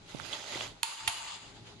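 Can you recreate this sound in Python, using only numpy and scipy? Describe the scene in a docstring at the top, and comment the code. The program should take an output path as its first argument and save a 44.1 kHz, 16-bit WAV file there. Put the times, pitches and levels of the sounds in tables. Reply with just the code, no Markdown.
"""A large workshop: on its hard floor, a hand pushes a mains plug into a plastic power strip.
Noise makes a low rumble and a faint hiss, and wavering sine tones make a hum.
Plug and cable scuff about as grainy noise, with small taps that are short dying tones.
The pins snap past the shutter, slide in the contacts as grainy noise and snap home: each blow
cracks and rings the plastic case, and the hollow of the strip booms. The hall answers the hits."""
import sys
import numpy as np
from scipy import signal
from scipy.fft import rfft, irfft, next_fast_len
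from scipy.io import wavfile
from scipy.ndimage import uniform_filter1d, map_coordinates

SR = 44100
rng = np.random.default_rng(int(sys.argv[2]) if len(sys.argv) > 2 else 0)


def unload_audio(sound):
    """Save the sound as a 16-bit wav file, at the path given as the first command line argument."""
    columns = np.transpose(np.atleast_2d(sound))
    # keep every value between -1 and 1, then stretch to whole-number steps
    steps = np.round(np.clip(columns, -1, 1) * 32767)
    wavfile.write(sys.argv[1], SR, steps.astype(np.int16))


def to_linear_factor(level_db):
    """Convert decibel levels (scalar or array-like) to linear amplitude factors."""
    exponent = np.asarray(level_db, float) / 20
    return 10 ** exponent


N = 79380  # length in samples


def unit(x):
    """Scales x to an rms of 1."""
    return x / np.sqrt(np.mean(x ** 2) + 1e-20)


def along(points, hz):
    """Reads a curve of (Hz, value) points, with frequency on a log axis."""
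    point_hz, value = np.transpose(points)
    return np.interp(np.log(hz + 1), np.log(point_hz + 1), value)


def curves(rows):
    """Turns each column after the time into one value per sample."""
    seconds, *columns = np.transpose(rows)
    now = np.arange(N) / SR
    result = []
    for k, column in enumerate(columns):
        # a level that starts after 0 s is silent outside its rows; all else holds its end values
        outside = -120 if k == 0 and seconds[0] > 0 else None
        result.append(np.interp(now, seconds, column, left=outside, right=outside))
    return result


def sides(pan_db):
    """Left and right gains for a left-right difference in dB."""
    return to_linear_factor(np.array([pan_db / 2, -pan_db / 2]))


def wobble(rate):
    """A smooth random curve with this many random knots a second."""
    knots = rng.standard_normal(int(N * rate / SR) + 4)
    return map_coordinates(knots, [np.arange(N) * rate / SR])


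def filtered(x, response):
    """Multiplies the spectrum of x by a response of frequency."""
    size = next_fast_len(N + SR // 2)
    return irfft(rfft(x, size) * response(np.fft.rfftfreq(size, 1 / SR)), size)[..., :N]


def below(hz, top_hz):
    """A steep low-pass edge: full up to 120 Hz under the top, nothing above it."""
    return np.clip((top_hz - hz) / 120, 0, 1) ** 2


def rush(gain, alike, patchy_db, grit_db=0.):
    """Stereo noise of rms 1: patches vary it in time and pitch, fast grit makes it grainy."""
    grit = to_linear_factor(grit_db * wobble(900))
    spectrum = signal.stft(grit * rng.standard_normal((2, N)), nperseg=256)[2]
    patches = rng.standard_normal(spectrum.shape[1:])
    patches = uniform_filter1d(patches, size=4, axis=0)
    patches = unit(uniform_filter1d(patches, size=12, axis=1))
    pair = signal.istft(spectrum * to_linear_factor(patchy_db * patches), nperseg=256)[1][:, :N]

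    def mid_side_gain(hz):
        # more side and less mid makes left and right less alike
        turn = np.arccos(np.clip(along(alike, hz), -1, 1)) / 2
        return gain(hz) * np.array([np.cos(turn), np.sin(turn)])

    mid, side = filtered(pair, mid_side_gain)
    return unit(np.array([mid + side, mid - side]))


# How the rumble and hum together swell and dip. Each row: time in seconds, level in dB.
RUMBLE_SWELL = [(0, -58.5), (.12, -55.5), (.25, -54.5), (.45, -62), (.56, -56.5), (.72, -54.5),
                (.84, -65.5), (.97, -70.5), (1.06, -55.5), (1.13, -62.5), (1.33, -64.5), (1.42, -58),
                (1.54, -56), (1.72, -53.5), (1.8, -57.5)]
# Tone of the rumble. Each row: frequency in Hz, strength in dB per Hz.
RUMBLE_COLOUR = [(12, -39), (20, -6.5), (80, -7), (112, -6.5), (232, -10), (419, -8.5), (541, -44),
                 (604, -18), (900, -23), (1170, -63), (1980, -120)]
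# Tones of the hum. Each row: middle pitch in Hz, middle level in dB over the rumble.
HUM_TONES = [(110, -4), (165, -7), (418, -11), (836, -11)]
# How the hiss swells and dips. Each row: time in seconds, level in dB.
HISS_SWELL = [(0, -59.5), (.1, -55), (.8, -58), (1.5, -55), (1.535, -58), (1.56, -54), (1.6, -58),
              (1.64, -58), (1.675, -51.5), (1.72, -54), (1.755, -58.5), (1.8, -58)]
# Tone of the hiss. Each row: frequency in Hz, strength in dB per Hz.
HISS_COLOUR = [(290, -65), (500, -6), (1430, -9), (2300, -8.5), (4000, -7.5), (7130, -15), (11000, -31),
               (11800, -67), (15100, -61), (22000, -120)]
# How alike left and right are. Each row: frequency in Hz, likeness (1 same, 0 unrelated).
HALL_LIKENESS = [(40, 0.7), (230, 0.75), (860, 0.28), (3270, -0.14), (12400, 0.18)]


def hall_noise():
    """Rumble and hiss are coloured noise; the hum is sine tones wavering in pitch and level."""
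    rumble_db, = curves(RUMBLE_SWELL)
    hiss_db, = curves(HISS_SWELL)
    rumble = rush(lambda hz: to_linear_factor(along(RUMBLE_COLOUR, hz)), HALL_LIKENESS, patchy_db=1)
    hum = np.zeros((2, N))
    for hz, db in HUM_TONES:
        waver_db = 2.5 * np.array([wobble(5.93), wobble(6.7)])  # separate for left and right
        pitch_hz = hz * (1 + 0.0118 * wobble(8))
        hum += to_linear_factor(db + waver_db) * np.sin(2 * np.pi * np.cumsum(pitch_hz) / SR)
    hiss = rush(lambda hz: to_linear_factor(along(HISS_COLOUR, hz)), HALL_LIKENESS, patchy_db=1.5)
    return to_linear_factor(rumble_db + 0.46 * wobble(11.83)) * unit(rumble + hum) + to_linear_factor(hiss_db) * hiss


# How the hall's answer dies. Each row: frequency in Hz, time to fall by 60 dB in seconds.
HALL_DECAY = [(300, 0.2), (900, 0.48), (3000, 0.17), (10000, 0.58)]


def hall(x):
    """The hall's answer to a sound: a noise tail in which each frequency dies at its own speed."""
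    delay_s, gain_db = 0.0036, -4.5
    hz, t, spectrum = signal.stft(rng.standard_normal((2, SR // 2)), SR, nperseg=256)
    fade = to_linear_factor(-60 * t / along(HALL_DECAY, hz)[:, None])
    tail = signal.istft(spectrum * fade, SR, nperseg=256)[1]
    tail = tail / np.linalg.norm(tail[0])
    late = np.pad(x.mean(axis=0), (round(delay_s * SR), 0))[None]
    return to_linear_factor(gain_db) * signal.fftconvolve(late, tail, axes=1)[:, :N]


# Small taps of plug and cable. Each row: start in seconds, peak in dB before panning, pitch in Hz,
# cycles to fall by 30 dB, left-right difference in dB.
TAP_LIST = [(0.1463, -41.5, 195, 1.14, -25), (.148, -39, 517, 1.03, -22), (.152, -46, 130, 1.1, -12),
            (0.251, -41, 1520, 3, -23), (0.1993, -32.5, 1420, 1.9, -23), (0.208, -47.5, 118, 1.1, -15),
            (.3280, -34.5, 3900, 26, -19), (0.329, -27, 3080, 8.2, -7), (0.3328, -34.5, 3335, 36, -20),
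            (.5265, -43, 2370, 4, -3), (.546, -34, 2030, 25, -9), (.5755, -38, 780, 4, 7),
            (0.5559, -36.5, 330, 1.9, 0), (0.555, -42.5, 140, 2, -3), (0.6074, -33, 2640, 7.4, -16),
            (0.609, -35, 3280, 19, -13), (0.6088, -29.5, 1660, 1.9, 6), (0.61, -34.5, 814, 1.8, 12),
            (1.08, -45, 69, 0.48, -22)]


def taps():
    """Each tap is a soft push that swells quickly and then dies away at one pitch."""
    out, t = np.zeros((2, N + SR)), np.arange(SR // 10) / SR
    for start, db, hz, cycles, pan_db in TAP_LIST:
        swell = (1 - np.exp(-1.5 * hz * t)) ** 2
        push = -np.sin(2 * np.pi * hz * t) * to_linear_factor(-30 * hz * t / cycles) * swell
        push = push / np.abs(push).max()
        out[:, round(start * SR):][:, :len(t)] += to_linear_factor(db) * sides(pan_db)[:, None] * push
    return out[:, :N]


# How alike left and right are in rubbing. Each row: frequency in Hz, likeness (1 same, 0 unrelated).
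RUB_LIKENESS = [(60, 0.68), (230, 1), (860, 0.21), (3270, 0.27), (12400, 0.13)]


def rubbing(strokes, tone, rings, grit_db, shake_db):
    """Grainy friction noise that follows the strokes and excites a few resonances."""
    level_db, pan_db = curves(strokes)

    def gain(hz):
        peaks = sum(to_linear_factor(db) / (1 + ((hz - centre) / width) ** 2) for centre, width, db in rings)
        return to_linear_factor(along(tone, hz)) * (1 + peaks)

    noise = rush(gain, RUB_LIKENESS, patchy_db=1.5, grit_db=grit_db)
    return to_linear_factor(level_db + shake_db * wobble(30.14)) * sides(pan_db) * noise


# Strokes before the push. Each row: time in seconds, level in dB, left-right difference in dB.
SCUFF_STROKES = [(.05, -68.5, 0), (.09, -52.5, -1), (.17, -52, -10.5), (.2, -49.5, -11),
                 (.255, -46.5, -15.5), (.285, -47, -13), (.31, -43, -7), (.34, -38, -3), (.38, -43, -6),
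                 (.44, -44.5, -4.5), (.5, -40, -3.5), (.555, -37.5, -3), (.59, -39, -3.5), (.64, -38, -2.5),
                 (.69, -48, -4.5), (.76, -65, -3)]
# Tone of the scuffing. Each row: frequency in Hz, strength in dB per Hz.
SCUFF_COLOUR = [(88, -33), (150, -23), (208, -9.5), (386, -3.5), (463, -7), (556, -3), (1660, -5),
                (1990, -5.5), (3370, -2), (5810, -6), (6720, -6), (11600, -27.5), (15100, -64),
                (22000, -120)]
# Resonances. Each row: centre in Hz, half-width in Hz, height in dB relative to the tone there.
SCUFF_RESONANCES = [(589, 15, -0.5), (867, 46, -1), (2024, 36, 0.5), (3100, 50, -21)]


def scuffing():
    """Plug and cable rub about before the push, as grainy noise."""
    return rubbing(SCUFF_STROKES, SCUFF_COLOUR, SCUFF_RESONANCES, grit_db=2.1, shake_db=.9)


# Pins in the sprung contacts. Each row: time in seconds, level in dB, left-right difference in dB.
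SLIDE_STROKES = [(.830, -68, 0), (.836, -38, -2), (.87, -41, -1), (.93, -43, -.5), (1.0, -44, 0),
                 (1.073, -45, 1), (1.082, -36, 0), (1.1, -36.5, 1), (1.13, -39.5, 1.5), (1.2, -41, 1.5),
                 (1.3, -42, 2.5), (1.34, -44.5, 2.5), (1.4, -49.5, 2), (1.5, -57, 3), (1.65, -73, 2)]
# Tone of the sliding. Each row: frequency in Hz, strength in dB per Hz.
SLIDE_COLOUR = [(88, -62), (150, -34), (164, -32), (526, -23.5), (908, -6.5), (1310, -8.5), (2220, -9),
                (2760, -9), (4930, -7), (5600, -15.5), (6840, -7.5), (8360, -15), (10800, -30),
                (11600, -61), (15100, -60), (22000, -120)]
# Resonances. Each row: centre in Hz, half-width in Hz, height in dB relative to the tone there.
SLIDE_RESONANCES = [(900, 20, 10), (1160, 30, 0), (2850, 150, 0), (3450, 40, 1)]


def sliding():
    """The pins rub in the sprung contacts, as grainy noise with less grit than the scuffing."""
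    return rubbing(SLIDE_STROKES, SLIDE_COLOUR, SLIDE_RESONANCES, grit_db=1.0, shake_db=0.94)


# Hollow knocks of the strip, each with its own pitch.
# Each row: start in seconds, gain in dB, pitch in Hz.
HOLLOW_KNOCKS = [(.8322, -23, 915), (.849, -36, 915), (1.0765, -27, 878), (1.078, -32, 704),
                 (1.0885, -33, 885), (1.097, -31, 900)]


def add_knocks(out, t):
    """The hollow of the strip booms after a blow: a sine that rises softly and dies."""
    rise_s, t60_s = .0025, .06
    for start, db, hz in HOLLOW_KNOCKS:
        size = to_linear_factor(db - 60 * t / t60_s) * (1 - np.exp(-t / rise_s))
        out[:, round(start * SR):][:, :len(t)] += size * np.sin(2 * np.pi * hz * t)


# Snaps of the pins, each a short rattle of blows.
# Each row: start in seconds, gain in dB, left-right difference in dB, highest frequency in Hz.
SNAP_BLOWS = [(.8308, -19, -7, 12800), (.83155, -18, -7, 12800), (.8327, -30, -7, 12800),
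              (.8345, -34, -3, 12400), (.841, -39, 0, 11900), (.860, -43, -3, 11750),
              (1.0758, -24, -4, 11950), (1.0769, -19, -5, 11950), (1.0791, -19, -3, 11950),
              (1.0806, -25, -4, 11950), (1.0838, -25, -4, 11750), (1.0895, -29, 0, 11750),
              (1.0985, -35, 0, 11750), (1.105, -37, 2, 11750)]
# Ringing modes of the plastic case, before each blow varies them.
# Each row: middle pitch in Hz, middle level in dB, time to fall by 60 dB in seconds.
CASE_MODES = [(1150, -12, .012), (1500, -11, 0.012), (1950, -7, .007), (2240, 1.5, 0.006), (2680, 2, 0.006),
              (3130, 1.5, 0.008), (3500, -5, 0.009), (4350, -1.5, 0.006), (5200, -11, 0.007),
              (6800, -5, 0.007), (7730, -9, 0.006), (9600, -3, 0.005), (10600, -6, 0.006)]


def snaps():
    """Every blow cracks as a noise burst and rings the case anew, then the hollow booms."""
    detune, level_spread_db = .015, 3.6
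    crack_db, crack_t60_s = -1, .0035
    lead = SR // 100  # room ahead of the blow for the low-pass filter to ring
    out, t = np.zeros((2, N + SR)), np.arange(SR // 8) / SR
    hz, level_db, t60 = (column[:, None] for column in np.transpose(CASE_MODES))
    for start, db, pan_db, top_hz in SNAP_BLOWS:
        mode_db = level_db + rng.normal(0, level_spread_db, hz.shape)
        size = to_linear_factor(mode_db - 60 * t / t60) * (1 - np.exp(-hz * t))
        mode_hz = hz * (1 + detune * rng.standard_normal(hz.shape))
        # the left starts up to 0.3 cycles ahead in phase (0.3 of a full turn)
        phase = rng.uniform(0, 1, (2,) + hz.shape) * [[[.3]], [[0]]]
        ring = (size * np.sin(2 * np.pi * (mode_hz * t + phase))).sum(axis=1)
        crack = to_linear_factor(crack_db - 60 * t / crack_t60_s) * rng.standard_normal((2, len(t)))
        blow = np.roll(ring + crack, lead, axis=1)
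        blow = irfft(rfft(blow) * below(np.fft.rfftfreq(len(t), 1 / SR), top_hz), len(t))
        out[:, round(start * SR) - lead:][:, :len(t)] += to_linear_factor(db) * sides(pan_db)[:, None] * blow
    add_knocks(out, t)

    def colour(f):
        low_cut = (f / 600) ** 2 / (1 + (f / 600) ** 2)
        return low_cut / np.sqrt(1 + (f / 11000) ** 16)

    return filtered(out[:, :N], colour)


def scene():
    """Background, rubbing, and hits in the hall; only the direct snaps reach the highest treble."""
    quiet_top_hz = 11750
    snap, tap = snaps(), taps()
    softer = hall_noise() + hall(snap + tap) + tap + scuffing() + sliding()
    return snap + filtered(softer, lambda hz: below(hz, quiet_top_hz))


# Fixed dips in the tone of the whole sound. Each row: centre in Hz, half-width in Hz, depth 0 to 1.
TONE_DIPS = [(1720, 80, .4), (5620, 260, .6), (8350, 380, .6)]


def tone_dips(hz):
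    """The gain of the fixed dips in the tone of the whole sound."""
    gain = np.ones_like(hz)
    for centre, width, depth in TONE_DIPS:
        gain = gain * (1 - np.clip(depth, 0, 1) / (1 + ((hz - centre) / width) ** 2))
    return gain


# The two microphones differ in colour. Each row: frequency in Hz, left-right difference in dB.
MIC_DIFFERENCE = [(500, 2), (1500, 1), (3000, -3), (5000, 0), (7500, 3), (9500, -3), (10500, -14),
                  (12500, -18)]


def microphones(hz):
    """The gains of two microphones that colour left and right differently."""
    return sides(along(MIC_DIFFERENCE, hz))


def band_limit(x):
    """A steep low-pass at the top of the band."""
    return signal.sosfilt(signal.butter(12, 13010, fs=SR, output="sos"), x)


def record(dry):
    """Applies the microphone colour, the fixed dips and a band limit to the whole sound."""
    top_hz = 12800
    mix = filtered(dry, lambda hz: microphones(hz) * tone_dips(hz) * below(hz, top_hz))
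    return band_limit(mix)


dry = scene()
out = record(dry)
unload_audio(out)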